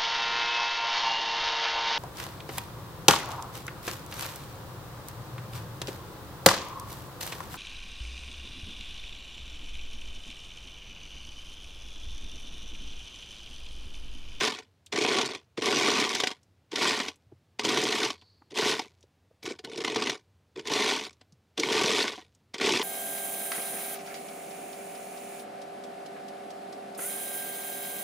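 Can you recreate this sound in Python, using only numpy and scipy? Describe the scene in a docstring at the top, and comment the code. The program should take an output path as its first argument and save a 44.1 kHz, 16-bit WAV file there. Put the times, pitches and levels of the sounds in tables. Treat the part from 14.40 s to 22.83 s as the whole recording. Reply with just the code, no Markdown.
"""Repeated gritty scraping with a hollow drumming: a plastic fan rake pulled over packed earth, gathering
droppings and bedding. The tines stick, slip and snap over the grit; each slip shakes the fan.
Between pulls the rake is lifted and set down, crumbs tick, boots and handle knock, a sleeve swishes once.
A faint outdoor rumble lies underneath. One body-worn microphone."""
import sys
import numpy as np
from scipy import signal
from scipy.fft import rfft, irfft
from scipy.io import wavfile
from scipy.ndimage import uniform_filter1d

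SR = 44100
rng = np.random.default_rng(int(sys.argv[2]) if len(sys.argv) > 2 else 0)


def wav_out(sig):
    """Save sig, one row per channel (or a flat mono array), as 16-bit PCM at SR to the path in sys.argv[1]."""
    wavfile.write(sys.argv[1], SR, np.round(np.clip(np.atleast_2d(sig).T, -1, 1) * 32767).astype(np.int16))


N = 371763
TIME_S = np.arange(N) / SR

# Pull stages; levels ahead of the trims in raking():
# start_s, bite_s, hold_s, ease_s, scrape_db, ease_drop_db, drum_db, sand_offset_db
PULL_STAGES = [(-0.05, 0.044, 0.059, .16, -27, 25, -33.5, 1.5),
               (0.559, 0.011, 0.21, 0.18, -29, 15.5, -29, -12.5),
               (1.211, 0.047, 0.35, 0.3, -27.5, 15, -29.5, 2),
               (2.333, 0.094, 0.051, .21, -26, 17, -31.5, 5), (3.227, 0.015, .42, 0.1, -31, 28.5, -31, 7),
               (4.151, 0.031, 0.13, 0.16, -28.5, 27.5, -30, 8.5),
               (5.042, 0.0089, .072, 0.011, -41, 11, -37, -6),
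               (5.244, 0.28, 0.17, 0.044, -36.5, 3.5, -33, -14.5),
               (6.258, 0.066, 0.19, 0.16, -28, 16.5, -31.5, 5), (7.19, 0.14, 0.29, 0.21, -28, 29, -28, 6.5),
               (8.178, 0.072, 0.084, 0.17, -27.5, 9, -28.5, 4.5)]
# Broad spectrum of the scraping tines: freq_hz, level_db
SCRAPE_SPECTRUM = [(40, -24.5), (100, -17), (250, 3.5), (550, -3), (850, -4.5), (1400, -5.5), (2100, 0.5),
                   (3500, 1), (5000, -2.5), (7000, -13), (10000, -20.5), (15500, -38)]
# Peaks and dips of the tines: freq_hz, width_hz, gain_db
TINE_RESONANCES = [(743, 40, 9), (940, 37, 4), (1011, 17, 7), (1127, 62, 7), (1307, 71, -11.5),
                   (1499, 31, 4), (1664, 42, -13), (2250, 170, 2), (2690, 86, -6), (3516, 39, 5),
                   (4460, 89, -9), (5890, 900, 3), (7070, 510, 3.5)]
# Sand under the tips: freq_hz, level_db
SAND_SPECTRUM = [(600, -25), (2000, -4.5), (4000, -0.5), (6500, -8), (9000, -16.5), (12000, -20),
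                 (15500, -35)]
# Bending modes of the fan: freq_hz, width_hz, gain_db
FAN_RESONANCES = [(130, 20, -13.5), (214, 72, -12.5), (269.5, 41, -5.5), (344.5, 49, 1), (421, 48.8, 3),
                  (456.5, 47, 1), (620, 200, -22.5)]
# Outdoor rumble: freq_hz, level_db
RUMBLE_SPECTRUM = [(25, -29), (45, -23.5), (65, -12.5), (88, 3.5), (130, -8.5), (240, -14), (500, -18.5),
                   (1300, -27), (4200, -32), (9000, -41), (15000, -45.5)]
# A tine catches and springs free: time_s, snap_db, knock_db, tilt_db_per_octave
TINE_CATCHES = [(0.076, -23.5, -35, -1.5), (0.188, -36.5, -41, 1), (0.561, -24.5, -33.5, -1.5),
                (0.649, -24, -46, -2), (0.665, -27.5, -39, -6), (0.687, -27, -32, -4), (0.704, -36, -25, 0),
                (0.786, -20, -35.5, -1), (0.814, -23, -46, 0), (0.86, -35.5, -46, 20),
                (0.949, -33, -55, -1), (1.222, -25.5, -41, -3), (1.483, -20.5, -28, -12),
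                (1.612, -26, -21.5, 1), (1.751, -23, -47, 3.5), (1.802, -21, -44.5, 1.5),
                (1.837, -19.5, -44, -2.5), (1.872, -21.5, -52, 1.5), (1.914, -32.5, -41, -1.5),
                (2.359, -24, -36, 1.5), (2.602, -23, -48, -2.5), (2.684, -28, -41.5, 1),
                (3.25, -23, -41.5, 1.5), (3.291, -22.5, -42, 2.5), (3.374, -21, -21, -0.5),
                (3.438, -28, -23, 13), (3.525, -22, -41, -0.5), (3.634, -24, -24.5, -3),
                (3.704, -26.5, -42, 0), (3.822, -54.5, -66, -4), (4.394, -24, -37, -0.5),
                (5.061, -32.5, -47, 2), (5.191, -41, -41, 0), (5.248, -35, -39, 0),
                (5.377, -34, -25.5, 1.5), (5.406, -35, -33, 0), (5.448, -24, -45, 0),
                (5.479, -25, -43, -1.5), (5.561, -22, -22.5, -4), (5.623, -23.5, -33, -2.5),
                (5.672, -24.5, -33, -2), (5.697, -23, -35, -0.5), (6.195, -37.5, -52, -2),
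                (6.273, -29.5, -43, 3), (6.73, -57, -72, 7), (6.813, -50.5, -74.5, -2),
                (7.198, -24, -28, 6), (7.234, -20.5, -27, -1.5), (7.679, -25.5, -40, -1),
                (7.78, -40.5, -45, -11), (8.213, -23, -37, -0.5)]
# Flicked crumbs and stalks: time_s, level_db, pitch_hz
CRUMB_TICKS = [(0.462, -53.5, 7000), (0.465, -52, 3250), (2.031, -65, 5870), (2.758, -64.5, 8000),
               (3.814, -57.5, 3170), (4.608, -67.5, 6000), (4.628, -59.5, 3960), (5.036, -56.5, 11500),
               (5.245, -53, 8730), (6.923, -62.5, 5000), (7.949, -64, 5960)]
# The rake is set down: time_s, snap_db, rattle_db, thump_db
RAKE_LANDINGS = [(0.526, -28.5, -33.5, -32.5), (1.175, -44, -37.5, -31.5), (2.318, -40.5, -39, -37),
                 (3.195, -25.5, -34, -42), (4.108, -49, -49.5, -44.5), (5.03, -42, -52, -56),
                 (6.160, -53.5, -43.5, -36), (7.178, -28, -41, -30.5), (8.143, -32, -39.5, -48)]
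# Boots and handle: time_s, level_db, pitch_hz
SOFT_KNOCKS = [(2.866, -55.5, 96), (2.924, -53, 120.6), (2.922, -49, 352), (4.018, -60.5, 260),
               (4.022, -57.5, 990), (4.639, -58, 432), (4.912, -60, 443), (6.927, -55, 131)]

LEAD_S, SILENT_DB = .008, -60


def from_db(db):
    return 10 ** (np.asarray(db) / 20)


def evened(x, span_s):
    """Holds the short-time rms near 1; single grains stay intact."""
    size = int(span_s * SR)
    power = uniform_filter1d(uniform_filter1d(x ** 2, size), size)
    return x / np.sqrt(np.abs(power) + 1e-12)


def response(spectrum, modes=(), size=4096):
    """Minimum-phase impulse response of unit energy: a broad spectrum with peaks and dips."""
    hz = np.arange(size // 2 + 1) * SR / size
    points_hz, points_db = np.transpose(spectrum)
    db = np.interp(np.log(hz + 1), np.log(points_hz), points_db)
    for centre_hz, width_hz, peak_db in modes:
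        db += peak_db / (1 + (2 * (hz - centre_hz) / width_hz) ** 2)
    cepstrum = irfft(np.log(from_db(db)))
    cepstrum[1:size // 2] *= 2
    cepstrum[size // 2 + 1:] = 0
    impulse = irfft(np.exp(rfft(cepstrum)))
    return impulse / np.linalg.norm(impulse)


def through(x, impulse):
    return signal.oaconvolve(x, impulse)[:N]


def resonance(x, hz, width_hz, passes=1):
    """Two-pole band-pass, applied `passes` times."""
    radius = np.exp(-np.pi * width_hz / SR)
    forward = np.array([1, 0, -1]) * (1 - radius ** 2) / 2
    feedback = [1, -2 * radius * np.cos(2 * np.pi * hz / SR), radius ** 2]
    for _ in range(passes):
        x = signal.lfilter(forward, feedback, x + 1e-18)
    return x


def clicks(per_s, spread_db, count=9973):
    """Contacts of random time and sign, a few much harder than the rest."""
    signs = rng.choice([-1, 1], count)
    sizes = from_db(spread_db * np.clip(rng.standard_normal(count), -2, 2))
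    return (rng.random(N) < per_s / SR) * np.resize(signs * sizes, N)


def burst(rise_s, crack_s, tail_s, tail_db, size=4096):
    """Crunch of tiny contacts: builds, cracks at LEAD_S, leaves a weaker tail."""
    t = np.arange(size) / SR - LEAD_S
    before_s, after_s = np.minimum(t, 0), np.maximum(t, 0)
    decay = np.exp(-after_s / crack_s) + from_db(tail_db) * np.exp(-after_s / tail_s)
    return rng.standard_normal(size) * np.exp(before_s / rise_s) * decay


def add(out, time_s, sound, db, span_s):
    """Adds a burst cracking at time_s, with the energy of span_s at level db."""
    start = int((time_s - LEAD_S) * SR)
    sound = sound * from_db(db) * np.sqrt(span_s * SR) / np.linalg.norm(sound)
    out[start:start + len(sound)] += sound[:N - start]


def swell_db(peak_s, rise_s, hold_s, fall_db_per_s):
    """Envelope: rises from silence to 0 dB at peak_s, holds, dies away."""
    rise_db = SILENT_DB * np.maximum(peak_s - TIME_S, 0) / rise_s
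    return rise_db - fall_db_per_s * np.maximum(TIME_S - peak_s - hold_s, 0)


def contact(tilt_db_per_octave, ring_db):
    """The contact point sets which tine modes ring; stones are bright, clods dull."""
    pitches_hz = 800 * 2 ** rng.uniform(0, 3.6, 5)
    modes = [(hz, 110 + hz * .04, ring_db) for hz in pitches_hz]
    slope = [(hz, tilt_db_per_octave * np.log2(hz)) for hz in (1000, 7000)]
    return response(slope, modes, size=1024)


def slips(per_s, tines=28):
    """Stick-slip force: each tine has its own rattle, and digs in and rides up at random."""
    force = np.zeros(N)
    knots_s = np.arange(0, TIME_S[-1], .035)
    for tilt_db_per_octave in np.linspace(-3.2, 3.2, tines):
        crunch = burst(rise_s=.00063, crack_s=.0014, tail_s=.0069, tail_db=-7)[int(.8 * LEAD_S * SR):]
        rattle = signal.fftconvolve(crunch, contact(tilt_db_per_octave, ring_db=10))
        rattle /= np.linalg.norm(resonance(rattle, hz=2800, width_hz=2800))  # equal energy in the mids
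        digging = np.interp(TIME_S, knots_s, from_db(4.4 * rng.standard_normal(len(knots_s))))
        force += through(digging * clicks(per_s / tines, spread_db=4), rattle)
    return force


def fan(force):
    """The broad plastic fan drums in its low bending modes."""
    return sum((-1) ** k * from_db(db) * resonance(force, hz, width_hz)
               for k, (hz, width_hz, db) in enumerate(FAN_RESONANCES))


def judder_db(per_s, spread_db):
    """Uneven ground makes the level waver."""
    knots_s = np.arange(0, TIME_S[-1] + 1, 1 / per_s)
    return spread_db * np.interp(TIME_S, knots_s, rng.standard_normal(4096)[:len(knots_s)])


def stroke_levels(bite_db=15, heap_db_per_s=11.5, trickle_offset_db=-36.5, fan_lag_s=.0075):
    """Scrape, sand and drum in dB as the rake lands, bites, holds, eases and lifts."""
    scrape_db, sand_db, drum_db = np.full((3, N), 2. * SILENT_DB)
    for start_s, bite_s, hold_s, ease_s, pull_db, drop_db, fan_db, sand_offset_db in PULL_STAGES:
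        stages_s = start_s + np.cumsum([0, bite_s, hold_s, ease_s])
        lift_s = stages_s[-1]
        load_db = np.interp(TIME_S, stages_s, [-bite_db, 0, 0, -drop_db])
        load_db += swell_db(start_s, rise_s=.05, hold_s=lift_s - start_s, fall_db_per_s=398)
        # Loose sand trickles on after the lift; the gathering heap damps the fan.
        trickle_db = trickle_offset_db + swell_db(lift_s, rise_s=ease_s, hold_s=0, fall_db_per_s=92)
        damping_db = heap_db_per_s * np.clip(TIME_S - start_s, 0, bite_s + hold_s)
        scrape_db = np.maximum(scrape_db, pull_db + load_db)
        sand_db = np.maximum(sand_db, pull_db + sand_offset_db + np.maximum(load_db, trickle_db))
        drum_db = np.maximum(drum_db, fan_db + load_db - damping_db)
    for time_s, _, rattle_db, thump_db in RAKE_LANDINGS:
        tine_swell_db = swell_db(time_s, rise_s=.008, hold_s=0, fall_db_per_s=252)
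        fan_swell_db = swell_db(time_s + fan_lag_s, rise_s=.019, hold_s=.013, fall_db_per_s=352)
        scrape_db = np.maximum(scrape_db, rattle_db + tine_swell_db)
        drum_db = np.maximum(drum_db, thump_db + fan_swell_db)
    bumps_db = judder_db(per_s=45, spread_db=1.09)
    return scrape_db + bumps_db, sand_db + bumps_db, drum_db


def raking(head, scrape_trim_db=1, sand_trim_db=-14, drum_trim_db=.86):
    """Harder pulls bring more slips; sand crackles under the tips, the fan drums along."""
    scrape_db, sand_db, drum_db = stroke_levels()
    pressure = from_db(.45 * (scrape_db - scrape_db.max()))
    force = slips(per_s=80 + 620 * pressure)
    grains = through(clicks(per_s=120 + 900 * pressure, spread_db=5), response(SAND_SPECTRUM))
    scrape = evened(through(force, head), span_s=.013) * from_db(scrape_db + scrape_trim_db)
    sand = evened(grains, span_s=.067) * from_db(sand_db + sand_trim_db)
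    drum = evened(fan(force), span_s=.027) * from_db(drum_db + drum_trim_db)
    return scrape + sand + drum


def outdoor_rumble(level_db):
    """Steady low noise."""
    return from_db(level_db) * through(rng.standard_normal(N), response(RUMBLE_SPECTRUM))


def add_snap(out, head, time_s, snap_db, knock_db, tilt_db_per_octave, rise_s, crack_s):
    """One crunch rings the tines and knocks the fan."""
    crunch = burst(rise_s, crack_s, tail_s=.01, tail_db=-21)
    tine = signal.fftconvolve(head, contact(tilt_db_per_octave, ring_db=4.5))
    add(out, time_s + .0005, signal.fftconvolve(crunch, tine), snap_db, span_s=.0053)
    add(out, time_s, fan(crunch), knock_db, span_s=.0028)


def catches(head):
    """A tine grinds over a stone or clod and springs free."""
    out = np.zeros(N)
    for catch in TINE_CATCHES:
        add_snap(out, head, *catch, rise_s=.0018, crack_s=.0049)
    return out


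def crumbs():
    """Flicked crumbs and stalks tick."""
    out = np.zeros(N)
    for time_s, db, hz in CRUMB_TICKS:
        crunch = burst(rise_s=.00019, crack_s=.0044, tail_s=.0083, tail_db=-6.5)
        add(out, time_s, resonance(resonance(crunch, hz, hz * .47), hz, hz), db, span_s=.0084)
    return out


def landing_snaps(head, knock_offset_db=-7.5):
    """The tines hit the ground as the rake is set down."""
    out = np.zeros(N)
    for time_s, snap_db, _, thump_db in RAKE_LANDINGS:
        add_snap(out, head, time_s, snap_db, thump_db + knock_offset_db,
                 tilt_db_per_octave=.7, rise_s=.002, crack_s=.004)
    return out


def knocks():
    """Dull, damped knocks of boots and handle."""
    out = np.zeros(N)
    for time_s, db, hz in SOFT_KNOCKS:
        impact = burst(rise_s=.0026, crack_s=.0026, tail_s=.0092, tail_db=-24)
        add(out, time_s, resonance(impact, hz, hz * .5, passes=2), db, span_s=.011)
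    return out


def sleeve(peak_s, level_db):
    """The sleeve's weave slides once on the jacket."""
    swish = resonance(rng.standard_normal(N), hz=4400, width_hz=650, passes=2)
    slide_db = swell_db(peak_s, rise_s=.15, hold_s=.14, fall_db_per_s=87.5)
    return from_db(level_db + slide_db) * swish / np.std(swish)


def yard(direct, t60_s, wet_db, delay_s=.008, size=16384):
    """Direct sound plus faint scatter from the ground, a tree and fences."""
    t = np.arange(size) / SR
    scatter = rng.standard_normal(size) * from_db(-60 * t / t60_s) * (t > delay_s)
    return direct + from_db(wet_db) * through(direct, scatter / np.linalg.norm(scatter))


def scene():
    """Rake and small sounds in the yard, over the rumble; both channels alike."""
    head = response(SCRAPE_SPECTRUM, TINE_RESONANCES)
    rake = raking(head) + landing_snaps(head) + catches(head)
    near = rake + crumbs() + knocks() + sleeve(peak_s=3.765, level_db=-67)
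    rumble = outdoor_rumble(level_db=-66.5)
    mono = yard(near, t60_s=.082, wet_db=-20) + rumble
    return np.array([mono, mono])


def record(dry):
    """Soft clip, then a steep low-pass."""
    ceiling, cutoff_hz = .4, 15700
    lowpass = signal.ellip(10, .1, 80, cutoff_hz, fs=SR, output="sos")
    return signal.sosfilt(lowpass, ceiling * np.tanh(dry / ceiling))


dry = scene()
out = record(dry)
wav_out(out)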